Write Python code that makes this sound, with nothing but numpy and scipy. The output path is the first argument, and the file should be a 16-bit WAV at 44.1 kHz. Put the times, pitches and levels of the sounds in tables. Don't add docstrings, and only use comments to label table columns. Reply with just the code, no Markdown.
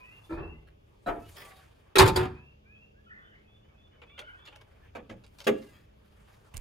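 import sys
import numpy as np
from scipy import signal
from scipy.fft import rfft, irfft, next_fast_len
from scipy.io import wavfile
from scipy.ndimage import uniform_filter1d

SR = 44100
rng = np.random.default_rng(int(sys.argv[2]) if len(sys.argv) > 2 else 0)


def invert_db(level):
    return 10 ** (np.asarray(level, dtype=float) / 20)


def output_pcm(signal):
    pcm = np.clip(np.atleast_2d(signal).T, -1, 1) * 32767
    wavfile.write(sys.argv[1], SR, np.round(pcm).astype(np.int16))


N = 291314

BANDS_HZ = 22 * 2 ** np.arange(0, 9.6, 1 / 2)
# pitch_hz, likeness (1 = same, -1 = opposed)
ALIKE_NEAR = [(30, .97), (150, .95), (290, .85), (560, .2), (1400, .45), (3100, .55), (7000, .75),
              (16000, .85)]


def on_log(table, hz):
    f, v = np.transpose(table)
    return np.interp(np.log(hz), np.log(f), v)


def walk(rate):
    k = int(SR / rate)
    held = np.repeat(rng.standard_normal(N // k + 1), k)
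    return 1.3 * uniform_filter1d(uniform_filter1d(held, k), k)[:N]


def band_noise():
    size = next_fast_len(N)
    hz = np.maximum(np.arange(size // 2 + 1) * SR / size, 1.)
    white = rfft(rng.standard_normal((2, size))) * np.sqrt(SR / 2)
    shape = [np.cos(np.pi / 2 * np.clip(2 * np.log2(hz / c), -1, 1)) for c in BANDS_HZ]
    return np.array([irfft(s * white, size)[:, :N] for s in shape])


def ports(bands, alike):
    like = np.clip(on_log(alike, BANDS_HZ), -1, 1)[:, None]
    mid = bands[:, 0] * np.sqrt((1 + like) / 2)
    side = bands[:, 1] * np.sqrt((1 - like) / 2)
    return np.stack([mid + side, mid - side], axis=1)


def coloured(noise, colour, flicker_db, rate):
    out = sum(invert_db(on_log(colour, hz) + flicker_db * walk(rate)) * n for hz, n in zip(BANDS_HZ, noise))
    return out / np.sqrt(np.mean(out ** 2))


def swells(start_s, hold_s, fade_db_s, db, still_db):
    t = np.arange(N)[:, None] / SR
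    away_s = np.maximum(start_s - t, 0) + np.maximum(t - start_s - np.abs(hold_s), 0)
    return np.sqrt((invert_db(db - fade_db_s * away_s) ** 2).sum(axis=1) + invert_db(still_db) ** 2)


def pan(pan_db):
    return invert_db(np.array([[pan_db], [-pan_db]]) / 2)


def decay(t, t60):
    return np.exp(-np.log(1000) * t / t60)


def rattle_contacts(rattle_s, scatter_db, first):
    count = 7000
    chance = rng.random((3, count))
    u = np.arange(count) / SR / max(rattle_s, .0002)
    uneven = invert_db(-scatter_db * np.log(chance[2] + 0.0057))
    contacts = (chance[0] < .03) * np.sign(chance[1] - .5) * uneven
    contacts[0] = 1
    contacts = contacts * (u + first) * np.exp(-2 * u) * (u < 4)
    return contacts / np.sqrt(np.sum(contacts ** 2))


def blows(noise, events, colour, ring, modes, modes_db, scatter_db, first, pan_db, rattle=0., soft=0.):
    out, t = np.zeros((2, N)), np.arange(int(.6 * SR)) / SR
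    fade = decay(t, np.maximum(on_log(ring, BANDS_HZ), .004)[:, None])
    fade = fade * (1 - np.exp(-(t + 1 / SR) * BANDS_HZ[:, None] * 5.8))
    splits_hz = [250, 3000]
    part = np.digitize(BANDS_HZ, splits_hz)
    for s, db, bass_db, treble_db, *drag_s in events:
        rattle_s = drag_s[0] if drag_s else rattle * invert_db(-soft * treble_db)
        start = rng.integers(0, N - len(t))
        grains = noise[:, :, start:start + len(t)]
        dense = invert_db(on_log(colour, BANDS_HZ))[:, None, None] * fade[:, None] * grains
        body = np.array([dense[part == k].sum(axis=0) for k in range(3)])
        size = np.sqrt(np.mean(body.sum(axis=0)[:, :800] ** 2))
        rings = np.zeros_like(body)
        for (hz, mode_db, t60), (tune, phase, lead) in zip(modes, rng.standard_normal((len(modes), 3))):
            out_of_step = np.array([[1], [-1]]) * lead * (1 - on_log(ALIKE_NEAR, hz))
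            turn = 2 * np.pi * hz * (1 + 0.0034 * tune) * t + phase + out_of_step
            rings[np.digitize(hz, splits_hz)] += size * invert_db(mode_db + modes_db) * np.sin(turn) * decay(t, t60)
        contacts = rattle_contacts(rattle_s, scatter_db, first)
        sound = signal.fftconvolve(body, contacts[None, None], axes=2)[:, :, :len(t)]
        sound = sound + rings * (1 - np.exp(-t / rattle_s * 3.4))
        peak = np.sqrt(uniform_filter1d(sound.mean(axis=1) ** 2, size=400, axis=1).max(axis=1))
        sound = np.tensordot(invert_db(db + np.array([bass_db, 0, treble_db])) / peak, sound, axes=1)
        i = int(s * SR)
        out[:, i:i + len(t)] += (sound * pan(pan_db))[:, :N - i]
    return out


def glides(table, rough, overtones_db=(0,), wobble=0.034, flutter_db=3.5, lead=0., trill_depth=0.):
    trill_per_s = 47
    out, drift, flutter, rasp = np.zeros((2, N)), walk(150), walk(50), walk(400)
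    for s, length, first_hz, last_hz, db in table:
        i, u = int(s * SR), np.linspace(0, 1, int(length * SR))
        at = slice(i, i + len(u))
        hz = (last_hz + (first_hz - last_hz) * (1 - u) ** 1.8) * (1 + wobble * rough * drift[at])
        hz = hz * (1 - trill_depth * np.cos(2 * np.pi * trill_per_s * length * u))
        unsteady = (rough + 0.5965) * flutter[at] + rough * rasp[at]
        gain = np.sqrt(2) * np.sin(np.pi * u) ** .5 * invert_db(db + flutter_db * unsteady)
        turn = 2 * np.pi * np.cumsum(hz) / SR
        for k, over_db in enumerate(overtones_db):
            out[:, at] += gain * invert_db(over_db) * np.sin((k + 1) * turn + [[lead], [0]])
    return out


def scattered(x, noise, pan_db, wet_db, t60):
    t = np.arange(int(.7 * SR)) / SR
    damped = t60 * np.minimum(2500 / BANDS_HZ, 1)[:, None, None] ** 0.31
    echo = (noise[:, :, :len(t)] * decay(t, damped)).sum(axis=0) * np.minimum(t / 0.014, 1)
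    echo = echo / np.sqrt((echo ** 2).sum(axis=1, keepdims=True))
    echo = signal.fftconvolve(x[:1], echo, axes=1)[:, :N]
    return x * pan(pan_db) + invert_db(wet_db) * echo


def hood_slam(noise):
    # start_s, level_db (peak 250-3000 Hz), bass_db below it, treble_db above it
    catch_hits = [
        (1.955, -20, -19, -9),
        (1.966, -20.5, -15, -12),
    ]
    slam_hits = [(1.982, -14.5, -14, -1), (1.992, -12, -8.5, -7.5), (2.003, -14.5, -5.5, -12.5),
                 (2.015, -17.5, -4, -12.5), (2.031, -25.5, 4, -16.5), (2.054, -25, -9.5, -10.5),
                 (2.074, -25, -7, -6.5), (2.09, -29.5, -2, -12.5)]
    rebound_hits = [
        (2.158, -25, -6, -3.5),
        (2.168, -26.5, -2, -9.5),
        (2.19, -29.5, -1.5, -19.5),
        (2.222, -34, 0, -20),
        (2.246, -37, 5, -19),
    ]
    # pitch_hz, level_db per Hz; then pitch_hz, t60_s
    steel_colour = [(25, -14), (98, -6.5), (300, -17.5), (380, -6), (620, -17), (950, -7.5), (1400, -13),
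                    (3980, -17.5), (6800, -33), (9000, -22.5), (16000, -43)]
    steel_ring = [(40, 0.21), (150, .5), (700, 0.15), (1500, 0.12), (5000, 0.033), (15000, 0.046)]
    # pitch_hz, level_db, t60_s
    catch_modes = [(380, 6.5, 0.21), (486, 0.5, .1), (1310, 5, .12), (3920, -1.5, 0.1), (5550, -8, .05)]
    slam_modes = [(60, 3, 0.25), (98, 1, 0.3), (146, 0, 0.5), (377.7, 10, .16), (470, 0, 0.18),
                  (541, -1, 0.16), (889, -1, .3), (1030, -1, .15), (1640, -5, .1), (2250, -6, .08),
                  (3490, -10, .1), (8420, -17, .05), (9450, -16, .06), (11800, -18, .06)]
    rebound_modes = [(100.6, -2.5, 0.27), (144.8, -1, 0.46), (368, 7.5, 0.31), (469, -4, .3),
                     (618.3, -3.5, .1), (752, -3, 0.28), (896, 3.5, 0.24), (980, -6, 0.34),
                     (1076, -18, 0.35), (1385, -13, 0.33), (1575, -11.5, 0.12), (2300, -8, 0.07)]
    slam = blows(noise, slam_hits, steel_colour, steel_ring, slam_modes, modes_db=-6.0,
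                 scatter_db=1.5, first=0.13, rattle=0.0083, soft=0.12, pan_db=-0.14)
    catch = blows(noise, catch_hits, steel_colour, steel_ring, catch_modes, modes_db=-5.0,
                  scatter_db=2.5, first=0.14, rattle=0.0053, pan_db=0.46)
    rebound = blows(noise, rebound_hits, steel_colour, steel_ring, rebound_modes, modes_db=-4.0,
                    scatter_db=2.5, first=0.11, rattle=.007, soft=.3, pan_db=0.57)
    return slam + catch + rebound


def far_thud(noise):
    # start_s, level_db (peak 250-3000 Hz), bass_db below it
    thud_hits = [
        (0.294, -44, -9),
        (0.304, -35.5, -13),
        (0.321, -33.5, -4.5),
        (0.372, -38.5, 0.5),
        (0.429, -48.5, 3.5),
    ]
    # pitch_hz, level_db per Hz; pitch_hz, t60_s; modes pitch_hz, level_db, t60_s
    thud_colour = [(18, -26), (30, 5.5), (134, 0.5), (239, -8), (328, -8), (760, -18.5), (988, -16),
                   (2170, -30.5), (2610, -39), (16000, -131)]
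    thud_ring = [(40, 0.7), (300, 0.57), (1500, 0.39), (15000, 0.071)]
    thud_modes = [(49.3, -1, 1), (91.3, -2, 0.37), (330.6, 5, 0.15), (610, -14.5, 0.37), (949, -13.5, 0.27),
                  (1340, -2, 0.068), (1725, -6.5, 0.044)]
    treble_db = -33.5
    return blows(noise, [(*row, treble_db) for row in thud_hits], thud_colour, thud_ring, thud_modes,
                 modes_db=0.5, scatter_db=1.5, first=0.066, rattle=0.013, pan_db=0.0)


def hood_pull(noise):
    # start_s, level_db (peak 250-3000 Hz), bass_db, treble_db
    pull_hits = [
        (1.061, -35, -8, -18),
        (1.071, -30, -13, -24.5),
        (1.082, -30, -21, -26.5),
        (1.149, -46, -5, -56),
    ]
    # pitch_hz, level_db per Hz; pitch_hz, t60_s; modes pitch_hz, level_db, t60_s
    pull_colour = [(18, -37), (30, -9), (184, -23), (227, -19), (273, -11), (554, -3.5), (937, -13),
                   (1430, -13.5), (1910, -21.5), (16000, -37.5)]
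    pull_ring = [(40, 0.61), (600, 0.32), (1500, 0.21), (4000, 0.079), (15000, 0.1456)]
    pull_modes = [(285, -11, 0.25), (538, -4.5, 0.13), (689, 4, 0.26), (1200, -15, 0.083), (1292, -2, 0.15),
                  (1460, -4.5, 0.098), (3960, -1.5, 0.061)]
    return blows(noise, pull_hits, pull_colour, pull_ring, pull_modes, modes_db=2.0,
                 scatter_db=1.5, first=0.076, rattle=0.0045, soft=0.29, pan_db=0.5)


def latch_work(noise):
    # start_s, level_db (peak 250-3000 Hz), bass_db, treble_db
    clunk_hits = [
        (4.95, -40, -15.5, -21),
        (4.976, -51.5, 3, -35),
        (5.094, -44.5, -0.5, -17.5),
        (5.119, -53, -4, -19),
    ]
    latch_hits = [
        (5.467, -25, -9.5, -13.5),
        (5.475, -22.5, -13, -21),
        (5.487, -28, -9, -22),
        (5.51, -41.5, 8, -33),
    ]
    # pitch_hz, level_db per Hz (clunk, release); pitch_hz, t60_s; modes pitch_hz, level_db, t60_s
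    clunk_colour = [(40, -20), (100, -8), (200, -12), (350, 0), (900, -2), (2500, -6), (4500, -19),
                    (16000, -42)]
    latch_colour = [(40, -35), (100, -22), (230, -9), (420, -1), (800, -12), (1300, -8), (2900, -9),
                    (4600, -24), (16000, -36)]
    latch_ring = [(40, 0.47), (300, 0.36), (1000, 0.084), (4000, 0.036), (15000, 0.074)]
    latch_modes = [(229, -2, .2), (317, -6, .15), (413, 4, .12), (488, 2, .14), (535, 2, .24),
                   (691, 0, .11), (1298, -7, .09), (2093, -8, .07), (2882, -8, .08), (3820, -16, .05),
                   (6700, -22, .15)]
    clunk = blows(noise, clunk_hits, clunk_colour, latch_ring, latch_modes, modes_db=-3.5,
                  scatter_db=3.0, first=0.31, rattle=0.017, pan_db=-1.0)
    release = blows(noise, latch_hits, latch_colour, latch_ring, latch_modes, modes_db=0.0,
                    scatter_db=2.5, first=0.054, rattle=0.0071, pan_db=-1.5)
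    return clunk + release


def fingers_and_hinges(noise):
    # start_s, level_db (peak 250-3000 Hz), treble_db above it
    finger_taps = [(4.017, -52.5, -23.5), (4.096, -64, -24.5), (4.177, -46.5, -20.5), (4.19, -42, -8.5),
                   (4.219, -53, -37), (4.452, -58.5, -0.5), (4.472, -49.5, -12), (4.524, -56, -16),
                   (4.555, -55, -7), (4.608, -58, -8.5), (5.237, -60.5, -3.5), (5.263, -65, 0.5),
                   (5.385, -57.5, 2.5), (5.402, -51, 2.5), (5.441, -57, 4.5), (5.618, -62.5, -2.5)]
    # start_s, level_db (peak 250-3000 Hz), bass_db, treble_db, drag_s
    drags = [
        (0.669, -62.5, -12, -13.5, 0.018),
        (1.364, -50.5, -23, -2.5, 0.05),
        (1.402, -50.5, -13, -13, 0.047),
        (1.496, -55.5, -16, -30, 0.028),
        (4.822, -69, -1, -11.5, 0.054),
        (5.72, -62.5, -2, -7.5, 0.072),
        (6.329, -66, -10, -4, 0.015),
    ]
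    # pitch_hz, level_db per Hz (fingers, drags); pitch_hz, t60_s; modes pitch_hz, level_db, t60_s
    finger_colour = [(18, -45.5), (30, -32), (75, 26), (311, -21.5), (584, -1), (684, -18), (866, 1),
                     (1190, -21), (2750, 1), (16000, -29)]
    drag_colour = [(30, -13), (300, -11.5), (1000, -12.5), (1900, -4.5), (3500, -6.5), (8000, -19.5),
                   (16000, -16)]
    finger_ring = [(40, 0.44), (600, 0.087), (3000, 0.012), (15000, 0.011)]
    finger_modes = [(557.4, 0.5, 0.13), (868, -3.5, 0.11), (1402, 12, 0.032), (2704, 7.5, 0.045),
                    (3840, 5.5, 0.038)]
    bass_db = -69
    touches = [(s, db, bass_db - db, treble_db) for s, db, treble_db in finger_taps]
    dragging = blows(noise, drags, drag_colour, finger_ring, [], modes_db=0,
                     scatter_db=2.0, first=0.097, pan_db=0.37)
    tapping = blows(noise, touches, finger_colour, finger_ring, finger_modes, modes_db=-16.0,
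                    scatter_db=3.5, first=0.26, rattle=0.0153, soft=0.034, pan_db=0.0)
    return dragging + tapping


def gravel(noise):
    # start_s, level_db (peak 250-3000 Hz), bass_db, treble_db
    stone_hits = [
        (6.539, -54, -5.5, -7),
        (6.543, -58, 18, 1),
        (6.563, -53.5, -1, -2),
        (6.5691, -57.5, 11, 17.5),
        (6.577, -60.5, 12.5, 16),
    ]
    # pitch_hz, level_db per Hz; pitch_hz, t60_s
    stone_colour = [(18, -25.5), (30, 10), (199, -33), (1320, -29), (1720, -31), (8980, -13), (16000, -29)]
    stone_ring = [(40, 0.17), (1000, 0.028), (4000, 0.0072), (15000, 0.0016)]
    return blows(noise, stone_hits, stone_colour, stone_ring, [], modes_db=0,
                 scatter_db=3.0, first=0.87, rattle=0.0078, soft=1.0, pan_db=-5.5)


def struts_and_bird_call():
    # start_s, length_s, first_hz, last_hz, level_db (rms)
    squeaky_calls = [
        (4.095, .085, 1120, 1170, -67),
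        (4.38, .1, 1130, 1160, -78),
    ]
    groans = [(1.4, .16, 1190, 1140, -57), (1.58, .05, 1130, 1130, -65), (1.5, .13, 770, 760, -62),
              (1.37, .09, 1800, 1760, -58), (1.47, .07, 2050, 1930, -63), (1.24, .07, 2900, 2950, -67),
              (1.39, .09, 3300, 3260, -65), (1.52, .08, 3800, 3780, -70), (1.21, .06, 1320, 1310, -63),
              (1.2, .08, 2580, 2620, -69), (4.82, .05, 1750, 1751, -73), (4.52, .04, 850, 840, -62),
              (4.6, .035, 1080, 1070, -68), (4.2, .06, 580, 620, -59), (5.51, .11, 2830, 2810, -62),
              (5.66, .04, 2810, 2810, -70), (5.52, .07, 1600, 1660, -63), (5.61, .05, 2200, 2030, -67),
              (5.68, .06, 2050, 2030, -72), (5.66, .06, 1640, 1640, -71), (5.74, .05, 3150, 3300, -70)]
    call_overtones_db = [-4, 4, -2, -36]
    return glides(squeaky_calls, 0.34, call_overtones_db) + glides(groans, rough=.2)


def truck(noise):
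    hits = hood_slam(noise) + far_thud(noise) + hood_pull(noise)
    hits = hits + latch_work(noise) + fingers_and_hinges(noise) + gravel(noise)
    return scattered(hits + struts_and_bird_call(), noise, pan_db=-0.5, wet_db=-20, t60=0.4)


def whistling_birds():
    # start_s, length_s, first_hz, last_hz, level_db (rms)
    chirps = [(.0, .2, 2460, 2760, -59), (.0, .13, 2330, 2560, -63), (.0, .07, 1020, 1021, -62),
              (.04, .12, 1880, 2050, -65), (.235, .03, 3530, 3550, -65), (.39, .09, 2620, 2720, -62),
              (.52, .09, 2040, 2050, -70), (.03, .04, 2930, 2920, -70), (2.75, .04, 3100, 3400, -74),
              (3.04, .03, 3280, 3350, -76), (3.05, .07, 2950, 3000, -75), (3.07, .04, 2600, 2500, -74),
              (4.13, .04, 2780, 2850, -65), (4.08, .04, 2550, 2560, -70), (3.69, .04, 2230, 2230, -72)]
    # start_s, level_db (rms)
    whistle_shape = (.25, 2280, 2770)
    whistle_calls = [
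        (.29, -58),
        (2.3, -66),
        (2.65, -65),
    ]
    low_shape = (.09, 1430, 1720)
    low_calls = [
        (2.35, -72),
        (2.65, -73),
        (2.94, -72),
    ]
    # start_s (after its beginning), length_s, first_hz, last_hz, level_db (rms)
    phrase_notes = [
        (0, .11, 2500, 2620, -77),
        (.04, .07, 3330, 3480, -72),
        (.1, .055, 3380, 3540, -68),
        (.12, .035, 2900, 3020, -81),
        (.18, .07, 2920, 3030, -73),
        (.24, .06, 2250, 2240, -74),
    ]
    repeats_db = [-5.5, -3.5, 1, 2.5, 2]
    phrase_start_s, phrase_every_s = 3.138, .298
    phrases = []
    for k, loud_db in enumerate(repeats_db):
        for s, *shape, db in phrase_notes:
            phrases.append((phrase_start_s + k * phrase_every_s + s, *shape, db + loud_db))
    calls = [(s, *whistle_shape, db) for s, db in whistle_calls]
    calls = calls + [(s, *low_shape, db) for s, db in low_calls] + chirps
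    return (invert_db(3.5) * glides(calls, rough=0.13, wobble=0.079, lead=2.15)
            + invert_db(3.0) * glides(phrases, rough=0.303, wobble=0.0575, lead=1.5))


def trilling_birds():
    # start_s, length_s, first_hz, last_hz, level_db (rms)
    trilled = [
        (3.06, .13, 1350, 1450, -72),
        (3.19, .13, 1480, 1530, -68),
        (3.09, .14, 1850, 1930, -64),
        (3.15, .13, 1180, 1170, -76),
        (3.24, .17, 1980, 1990, -76),
        (3.3, .05, 1600, 1680, -72),
        (4.14, .26, 1380, 1500, -68),
    ]
    chatter = [
        (3.21, .14, 3000, 3030, -69),
        (4.21, .15, 3050, 2980, -60),
        (4.2, .14, 2300, 2050, -64),
        (4.34, .08, 1800, 1850, -68),
        (4.5, .09, 2900, 3000, -66),
        (4.36, .12, 3250, 3400, -68),
    ]
    return (invert_db(11.5) * glides(trilled, rough=0.27, wobble=0.077, flutter_db=6, lead=2.49, trill_depth=.06)
            + invert_db(-2.5) * glides(chatter, rough=0.52, wobble=0.072, lead=1.4))


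def birds(noise):
    trees_t60_s, trees_db = .5, -7
    return (scattered(whistling_birds(), noise, pan_db=-1.5, wet_db=trees_db, t60=trees_t60_s)
            + scattered(trilling_birds(), noise, pan_db=0.5, wet_db=trees_db, t60=trees_t60_s))


def rustle(noise):
    # start_s, hold_s, fade_db_per_s (rise and fall), hiss_db (above 4.5 kHz), scrape_db
    movements = [
        (0.0, 0.36, 250, -74.5, -65.5),
        (1.28, 0.19, 66, -64.5, -62.5),
        (1.52, .1, 60, -74, -63),
        (2.117, .12, 219, -71, -46),
        (3.235, 0.097, 66, -100, -74),
        (4.308, 0.47, 26.5, -89.5, -67),
        (5.414, 0.28, 92, -70.5, -69.5),
        (6.401, 0.22, 19, -76.5, -66.5),
    ]
    # pitch_hz, level_db per Hz
    hiss_colour = [(2060, -22.5), (3500, -1), (4900, -7), (7320, -7.5), (8530, -4.5), (12400, -6),
                   (16000, -20.5)]
    scrape_colour = [(200, -28.0), (400, 2.5), (1000, 2.5), (2500, -4.5), (5000, -22.0), (8000, -43.0)]
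    s, hold_s, fade, hiss_db, scrape_db = np.transpose(movements)
    fresh = noise[:, :, ::-1]
    grain = invert_db(2 * walk(90))
    hiss = coloured(fresh, [(2500, -40)] + list(hiss_colour), flicker_db=2.5, rate=25)
    scrape = coloured(fresh, scrape_colour, flicker_db=3.5, rate=24)
    hiss = swells(s, hold_s, fade, hiss_db, still_db=-97) * hiss
    scrape = swells(s, hold_s, fade * 0.6, scrape_db, still_db=-79) * scrape
    return grain * (hiss + scrape)


def yard(noise):
    # pitch_hz, level_db per Hz
    yard_colour = [(20, -14.5), (58, 1.5), (101, -2.5), (285, -16), (410, -9), (1000, -23), (2140, -32.5),
                   (2600, -22.5), (3840, -39), (5900, -39.5), (7110, -57.5), (13200, -45), (16000, -51.5)]
    # start_s, fade_db_per_s (rise and fall), level_db
    rumbles = [
        (.47, 77, -41.5),
        (1.27, 73, -50.5),
        (2.151, 152.5, -35),
        (5.13, 11.5, -53.5),
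    ]
    # start_s, length_s, first_hz, last_hz, level_db (rms)
    hums = [
        (2.2, 1.9, 208, 210, -71),
        (5.6, .8, 210, 208, -71),
    ]
    rumble_colour = [(20, -12.0), (45, 8), (100, 6), (150, -12.5), (260, -54.5)]
    steady = invert_db(-59.5) * coloured(noise, yard_colour, flicker_db=1, rate=8.6)
    low = coloured(noise[:, :, ::-1], rumble_colour, flicker_db=3.0, rate=3.9)
    s, fade, db = np.transpose(rumbles)
    low = invert_db(-3.5) * swells(s, 0, fade, db, still_db=-67.5) * low
    return steady + low + glides(hums, rough=0.087)


def scene():
    # pitch_hz, likeness
    alike_far = [(60, 0.91), (130, 1), (290, 0.31), (640, -0.83), (1410, -0.86), (3100, -0.28),
                 (6820, 0.24), (15000, 0.22)]
    bands = band_noise()
    near, wide = ports(bands, ALIKE_NEAR), ports(bands, alike_far)
    return truck(near) + birds(wide) + rustle(near) + yard(wide)


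def band_limit(x):
    return signal.sosfilt(signal.butter(12, 16150, fs=SR, output="sos"), x)


def record(dry):
    rounded = np.tanh(1.03 * dry) / 1.108
    top = signal.ellip(8, .2, 70, 16300, fs=SR, output="sos")
    mix = signal.sosfilt(top, rounded)
    return band_limit(mix)


dry = scene()
out = record(dry)
output_pcm(out)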